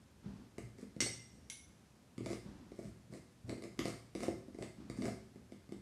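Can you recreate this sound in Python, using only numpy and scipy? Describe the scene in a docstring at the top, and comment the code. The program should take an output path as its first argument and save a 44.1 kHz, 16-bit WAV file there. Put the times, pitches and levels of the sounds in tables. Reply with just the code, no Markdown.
"""Spoon digging in a grainy container

A metal spoon is picked up from a wooden table and clinks twice, then digs again and again into a
small container of something grainy. Each dig knocks the container, a thump with a click on top, and
crunches as grains slip past. The table booms low after knocks; arms bump and slide on it softly.
The room is small and bare, with a faint steady hiss."""
import sys
import numpy as np
from scipy import signal
from scipy.fft import rfft, irfft
from scipy.io import wavfile
from scipy.ndimage import uniform_filter1d

SR = 44100
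rng = np.random.default_rng(int(sys.argv[2]) if len(sys.argv) > 2 else 0)


def digitize_waveform(pressure):
    """Quantize a signal to 16-bit integers and store it at the path in sys.argv[1].

    Rows of a 2-D input are taken as channels; values are limited to [-1, 1].
    """
    field = np.atleast_2d(pressure).T
    bounded = np.clip(field, -1, 1)
    quanta = np.round(bounded * 32767).astype(np.int16)
    wavfile.write(sys.argv[1], SR, quanta)


N = 256220
TIME = np.arange(N) / SR
AGE = TIME[:SR // 2]   # seconds since a hit

# The spoon knocks the container. Each row: start in seconds, relative body level in dB,
# thump pitch in Hz, relative click level in dB.
KNOCK_HITS = [(0.582, -38, 353, -52.5), (0.785, -46.5, 267, -62), (0.828, -45, 251, -79),
              (0.964, -41, 270, -65), (1.004, -40, 313, -66), (1.021, -38, 290, -62),
              (1.063, -42.5, 530, -80), (2.18, -40, 234, -54.5), (2.206, -40, 370, -63),
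              (2.2601, -33, 366, -47), (2.302, -39.5, 330, -56), (2.3309, -35.5, 330, -51.5),
              (2.718, -47.5, 354, -66), (2.789, -38.5, 314, -64), (3.137, -44, 300, -58),
              (3.485, -41.5, 272, -73), (3.4944, -39, 343, -47.5), (3.526, -41, 398, -77),
              (3.578, -45, 300, -67), (3.6225, -51, 368, -55.5), (3.638, -64, 316, -53),
              (3.7914, -33, 302, -39), (3.8548, -35, 400, -43.5), (4.1509, -33, 310, -49.5),
              (4.157, -41, 317, -67), (4.2052, -42, 320, -50), (4.2333, -38, 406, -46),
              (4.282, -28, 362, -53), (4.482, -46, 300, -71), (4.546, -45, 295, -65),
              (4.586, -43.5, 382, -60.5), (4.6243, -40, 380, -49), (4.899, -37, 254, -50.5),
              (5.0209, -38.5, 330, -49.5), (5.0546, -36, 350, -46), (5.081, -34.5, 398, -59),
              (5.358, -46.5, 294, -67), (5.521, -46.5, 340, -62), (5.691, -47, 277, -67),
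              (5.7213, -39.5, 344, -58)]
# A knock's dull thud. Each row: multiple of the thump pitch, level in dB.
THUD_SPECTRUM = [(.3, -13), (.6, -1), (1.15, 0), (1.8, -3), (2.4, -14.5), (3.6, -40.5), (7, -33), (40, -56)]
# Digging strokes. Each row: hardest moment in seconds, rise in seconds, relative crunch level in dB,
# relative rumble level in dB.
DIG_STROKES = [(0.809, 0.04, -62, -66), (2.309, 0.077, -52.5, -39), (2.849, 0.12, -63, -49.5),
               (3.142, 0.034, -59, -41), (3.507, 0.045, -59.5, -40.5), (3.646, 0.063, -72, -41.5),
               (3.81, 0.06, -67, -45.5), (3.883, 0.048, -50, -37), (4.238, 0.09, -50.5, -37.5),
               (4.624, 0.058, -62, -41), (5.064, 0.11, -53.5, -35.5)]
# The spoon strikes something hard. Each row: start in seconds, clang level in dB, ring level in dB,
# favoured pitch in Hz.
CLINK_HITS = [(1.0045, -32.5, -30.5, 4130), (1.0144, -37, -43, 2600), (1.0216, -44, -51, 6000),
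              (1.4993, -44, -49.5, 8900)]
# Soft arm bumps, and the table booming low after spoon knocks.
# Each row: start in seconds, relative level in dB, pitch in Hz.
LOW_THUMPS = [(0.259, -40.5, 184), (0.633, -50.5, 129), (1.007, -48.5, 188), (1.029, -50, 112),
              (1.329, -59, 206), (2.214, -48.5, 126), (2.459, -44, 193), (2.85, -45.5, 170),
              (3.098, -48.5, 167), (3.441, -48.5, 107), (3.787, -40.5, 170), (4.292, -46, 106),
              (4.601, -52.5, 112), (4.783, -55.5, 176), (4.986, -37, 242), (5.033, -35.5, 266),
              (5.379, -62, 178), (5.762, -53, 207)]
# A sleeve slides over the table. Each row: start in seconds, length in seconds, level in dB.
SLEEVE_SLIDES = [(0.224, 0.26, -53.5), (2.43, 0.32, -54), (4.76, 0.49, -56)]
# Resonances of the container wall, the spoon, and the table with the room.
# Each row: pitch in Hz, relative level in dB, time to fade by 60 dB in seconds.
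WALL_MODES = [(952, -23, 0.056), (1218, -10, 0.031), (1420, -10, 0.0054), (2080, 1, 0.015),
              (2270, 0.5, 0.0067), (2720, -4, 0.0034)]
SPOON_MODES = [(2080, 3, 0.08), (2166, 7, 0.06), (2270, 2, .04), (2950, -9, .03), (4485, -1, 0.05),
               (5516, 0, .05), (5612, 1, 0.07), (5770, 1, 0.035), (6170, 0, .035), (6310, 2, 0.04),
               (7430, -6, .04), (7620, -8, .06), (7788, -11, 0.07), (8215, -7, 0.16), (8450, -12, 0.09),
               (10340, -8, 0.15), (11800, -17, 0.05), (15020, -17, .06)]
BOOM_MODES = [(56.2, -11, 0.52), (115.1, -8, 0.33), (204.8, -8, 0.23), (251.6, -20, 0.17),
              (332.7, -17.5, 0.3), (378, -9.5, 0.12), (546, -14, 0.25), (670, -6.5, 0.055)]
# EQ curves of the noise layers. Each row: frequency in Hz, relative level in dB.
TICK_EQ = [(1200, -7.5), (3000, -10.5), (4700, -3), (6200, -9.5), (8400, -7.5), (10800, -17.5),
           (13200, -26), (15500, -39)]   # spoon on the container
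CRUNCH_EQ = [(700, -13), (1150, 5), (1550, -0.5), (2150, 2.5), (3000, -10), (5000, -1), (7000, -4),
             (9000, -1), (10500, -16), (12500, -14), (15000, -27)]   # slipping grains
RUMBLE_EQ = [(60, -31.5), (120, -6), (200, 1.5), (350, 4.5), (480, -3), (650, -1.5), (900, -26.5),
             (1600, -39.5), (12000, -51)]   # container shaken by the grains
CLANG_EQ = [(700, -17), (1500, -10.5), (2150, -3), (2800, 1), (3600, -5), (4600, -2.5), (6000, 2.5),
            (8500, -8.5), (12000, -15.5), (15000, -35)]   # steel on a hard edge
RUB_EQ = [(35, -15), (60, 6.5), (115, 2), (220, 3), (370, -6.5), (600, -12.5), (900, -33.5), (1800, -30),
          (12000, -56)]   # arm on wood
SLEEVE_EQ = [(60, -3.5), (120, -9.5), (210, 3.5), (330, -4), (500, -20.5), (900, -17.5), (1400, -22.5),
             (2500, -29.5), (5500, -32), (9000, -46), (14000, -64)]   # cloth on wood
HISS_EQ = [(25, -27.5), (60, -11.5), (110, 1.5), (200, -7), (400, -16.5), (700, -13), (1500, -17.5),
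           (3500, -22.5), (5200, -22.5), (8500, -25.5), (12000, -29.5), (15500, -38)]   # steady background
# The room's reverb. Each row: frequency in Hz, time to fade by 60 dB in seconds, relative level in dB.
REVERB_BANDS = [(57, 0.98, 2.5), (294, 0.36, 0.5), (1050, 0.47, 1.5), (2980, 0.44, 1.5), (7250, 0.45, 0.5),
                (14000, 0.42, 3.5)]


def knocks(average_contact_s=0.0029, softening_db=39, body_lag_s=0.00069):
    """Spoon on container: a pitched thump in a dull thud, under a click. Returns bodies and clicks."""
    bodies, clicks = np.zeros(N), np.zeros(N)
    average_click_db = np.mean([click_db for _, _, _, click_db in KNOCK_HITS])
    for start, body_db, hz, click_db in KNOCK_HITS:
        # a faint click means a soft contact, so a slower attack
        contact_s = average_contact_s * 2 ** ((average_click_db - click_db) / softening_db)
        thud_eq = [(multiple * hz, db) for multiple, db in THUD_SPECTRUM]
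        thud = peak_one(burst(thud_eq, t60=0.032) * attack(contact_s))
        body = from_db(-3.5) * thump(hz, cycles=4.0, rise_s=contact_s) + from_db(-7) * thud
        wall = peak_one(ring(WALL_MODES, scatter_db=1.0))
        click = from_db(-3.5) * wall + from_db(-2.5) * burst(TICK_EQ, t60=0.011)
        add(bodies, start + body_lag_s, from_db(body_db) * body)   # the heavy body answers late
        add(clicks, start, from_db(click_db) * click)
    return bodies, clicks


def digs(grains_per_s=800, spread_db=4.5, release_s=0.047, crunch_trim_db=-4.5, rumble_trim_db=-6):
    """Grains slip past the spoon and shake the container. Returns rumble and crunch."""
    crunch_gain, rumble_gain = np.zeros(N), np.zeros(N)
    for top, rise, crunch_db, rumble_db in DIG_STROKES:
        effort = swell(top - rise, top, top + release_s, edge_db=-13.0)
        crunch_gain += effort * from_db(crunch_db + crunch_trim_db)
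        rumble_gain += effort ** 2 * from_db(rumble_db + rumble_trim_db)   # it takes a hard push
    sizes = from_db(spread_db * np.minimum(rng.exponential(1, N), 3))
    signs = rng.choice([-1, 1], N)
    slips = sizes * signs * (rng.random(N) < grains_per_s / SR)
    rumble = rumble_gain * rms_one(colour(slips, RUMBLE_EQ))
    crunch = crunch_gain * rms_one(colour(slips, CRUNCH_EQ))
    return rumble, crunch


def clinks(falloff_db_per_octave=8):
    """Steel on a hard edge: a short clang and a ring, weaker away from the pitch the touch favours."""
    out = np.zeros(N)
    for start, clang_db, ring_db, favoured_hz in CLINK_HITS:
        modes = [(hz, db - falloff_db_per_octave * abs(np.log2(hz / favoured_hz)), t60)
                 for hz, db, t60 in SPOON_MODES]
        add(out, start, from_db(ring_db) * peak_one(ring(modes, scatter_db=6.5)))
        add(out, start, from_db(clang_db) * burst(CLANG_EQ, t60=0.019))
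    return out


def low_thumps(trim_db=-2):
    """The table swings slowly after a soft arm bump or a spoon knock: round thumps with no click."""
    out = np.zeros(N)
    for start, db, hz in LOW_THUMPS:
        add(out, start, from_db(db + trim_db) * thump(hz, cycles=5.65, rise_s=0.011))
    return out


def arm_rub(resting_db=-65.5, rub_db=-59, thump_share=0.47, rise_s=0.0053, t60=0.58):
    """An arm rubs dully on the table top, louder at each low thump and never lying quite still."""
    motion = np.full(N, from_db(resting_db))
    average_db = np.mean([db for _, db, _ in LOW_THUMPS])
    for start, thump_db, _ in LOW_THUMPS:
        level_db = rub_db + thump_share * (thump_db - average_db)
        add(motion, start, from_db(level_db - 60 * TIME / t60) * attack(rise_s, TIME))
    return motion * noise(RUB_EQ)


def sleeve_slides(rise_s=0.04):
    """Cloth brushes over the wood, quickly up to speed and then easing off."""
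    speed = sum(from_db(db) * swell(start, start + rise_s, start + length, edge_db=-8)
                for start, length, db in SLEEVE_SLIDES)
    return speed * noise(SLEEVE_EQ)


def table_boom(x, coupling_db=-40):
    """Low sounds set the table and the room's standing waves booming."""
    boom = sum(from_db(db - 60 * AGE / t60) * np.cos(2 * np.pi * hz * AGE) for hz, db, t60 in BOOM_MODES)
    return x + from_db(coupling_db) * convolve(x, boom)


def room(x, wet_db, evenness, predelay_s=0.0043, smoothing_hz=90):
    """Dense wall echoes follow a short gap and die band by band; evenness 0-1 is how diffuse they are."""
    tail, edges_hz = np.zeros(len(AGE)), np.geomspace(45, 17000, 17)
    arrived = AGE > predelay_s
    for low, high in zip(edges_hz, edges_hz[1:]):
        hz = np.sqrt(low * high)
        bandpass = signal.butter(2, [low, high], "band", fs=SR, output="sos")
        band = signal.sosfilt(bandpass, rng.standard_normal(len(AGE)) * arrived)
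        band *= from_db(-60 * AGE / at_hz(REVERB_BANDS, hz))
        unity_gain = np.sqrt(2 * (high - low) / SR / np.sum(band ** 2))
        tail += band * unity_gain * from_db(at_hz(REVERB_BANDS, hz, column=2))
    # in a diffuse tail no single frequency stands far above its neighbours
    spectrum = rfft(tail, SR)
    power = np.abs(spectrum) ** 2 + 1e-9
    spectrum *= (uniform_filter1d(power, smoothing_hz) / power) ** (evenness / 2)
    diffuse_tail = irfft(spectrum)[:len(AGE)] * arrived
    return x + from_db(wet_db) * convolve(x, diffuse_tail)


def hiss(level_db=-68.5):
    """A faint, steady bed of noise."""
    return from_db(level_db) * noise(HISS_EQ)


def thump(hz, cycles, rise_s):
    """A damped swing that builds over the contact time and loses 60 dB in the given cycles."""
    return peak_one(np.sin(2 * np.pi * hz * AGE) * from_db(-60 * AGE * hz / cycles) * attack(rise_s))


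def ring(modes, scatter_db):
    """Decaying sines; each blow shares its strength out a little differently."""
    out = np.zeros(len(AGE))
    for k, (hz, db, t60) in enumerate(modes):
        envelope = from_db(db + scatter_db * rng.normal() - 60 * AGE / t60)
        out += (-1) ** k * envelope * np.sin(2 * np.pi * hz * AGE)
    return out


def burst(eq, t60):
    """The many heavily damped modes of a contact: noise that dies at once."""
    return peak_one(colour(rng.standard_normal(len(AGE)) * from_db(-60 * AGE / t60), eq))


def noise(eq):
    """Steady coloured noise at rms 1."""
    return rms_one(colour(rng.standard_normal(N), eq))


def swell(start, top, end, edge_db, fade_s=0.0085):
    """A stroke's envelope: up from edge_db to its hardest moment and back, faded at both ends."""
    gate = np.clip(np.minimum(TIME - start, end - TIME) / fade_s, 0, 1)
    return gate * from_db(np.interp(TIME, [start, top, end], [edge_db, 0, edge_db]))


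def attack(rise_s, age=AGE):
    """A rounded onset from 0 towards 1."""
    return 1 - np.exp(-age / rise_s)


def colour(x, eq, size=4096):
    """Minimum-phase EQ, so nothing rings ahead of a hit."""
    hz = np.maximum(np.fft.rfftfreq(size, 1 / SR), 1)
    cepstrum = irfft(np.log(from_db(at_hz(eq, hz))))
    cepstrum[1:size // 2] *= 2
    cepstrum[size // 2 + 1:] = 0
    return convolve(x, irfft(np.exp(rfft(cepstrum))))


def convolve(x, response):
    """Pass a signal through a response, keeping its length."""
    return signal.fftconvolve(x, response)[:len(x)]


def at_hz(rows, hz, column=1):
    """Read one column of a table on a log-frequency axis."""
    table = np.array(rows)
    return np.interp(np.log(hz), np.log(table[:, 0]), table[:, column])


def add(out, start_s, sound):
    """Mix a sound in at its cue."""
    start = round(start_s * SR)
    out[start:start + len(sound)] += sound[:N - start]


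def from_db(db):
    """Decibels to gain."""
    return 10 ** (np.asarray(db) / 20)


def rms_one(x):
    """Scale to rms 1."""
    return x / np.sqrt(np.mean(x ** 2) + 1e-20)


def peak_one(x, size=176):
    """Scale so that the loudest few milliseconds have rms 1."""
    return x / np.sqrt(uniform_filter1d(x ** 2, size, mode="constant").max())


def scene():
    """The mono mix: hits and digs in the room, over dry rubbing and hiss."""
    bodies, clicks = knocks()
    rumble, crunch = digs()
    low = room(table_boom(bodies + low_thumps() + rumble), wet_db=-5.0, evenness=0.62)
    bright = room(clicks + crunch, wet_db=1.5, evenness=0.51)
    steel = room(clinks(), wet_db=0.5, evenness=0.64)
    bed = hiss() + arm_rub() + sleeve_slides()
    return (low + bright + steel + bed)[None]


def record(dry, low_cut_hz=44, rolloff_hz=13200, high_cut_hz=15600):
    """The microphone loses the deepest bass and rolls off in the high treble; the top is cut steeply."""
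    thin = signal.sosfilt(signal.butter(4, low_cut_hz, "high", fs=SR, output="sos"), dry)
    soft = signal.sosfilt(signal.butter(3, rolloff_hz, fs=SR, output="sos"), thin)
    return signal.sosfilt(signal.ellip(10, .1, 70, high_cut_hz, fs=SR, output="sos"), soft)


dry = scene()
out = record(dry)
digitize_waveform(out)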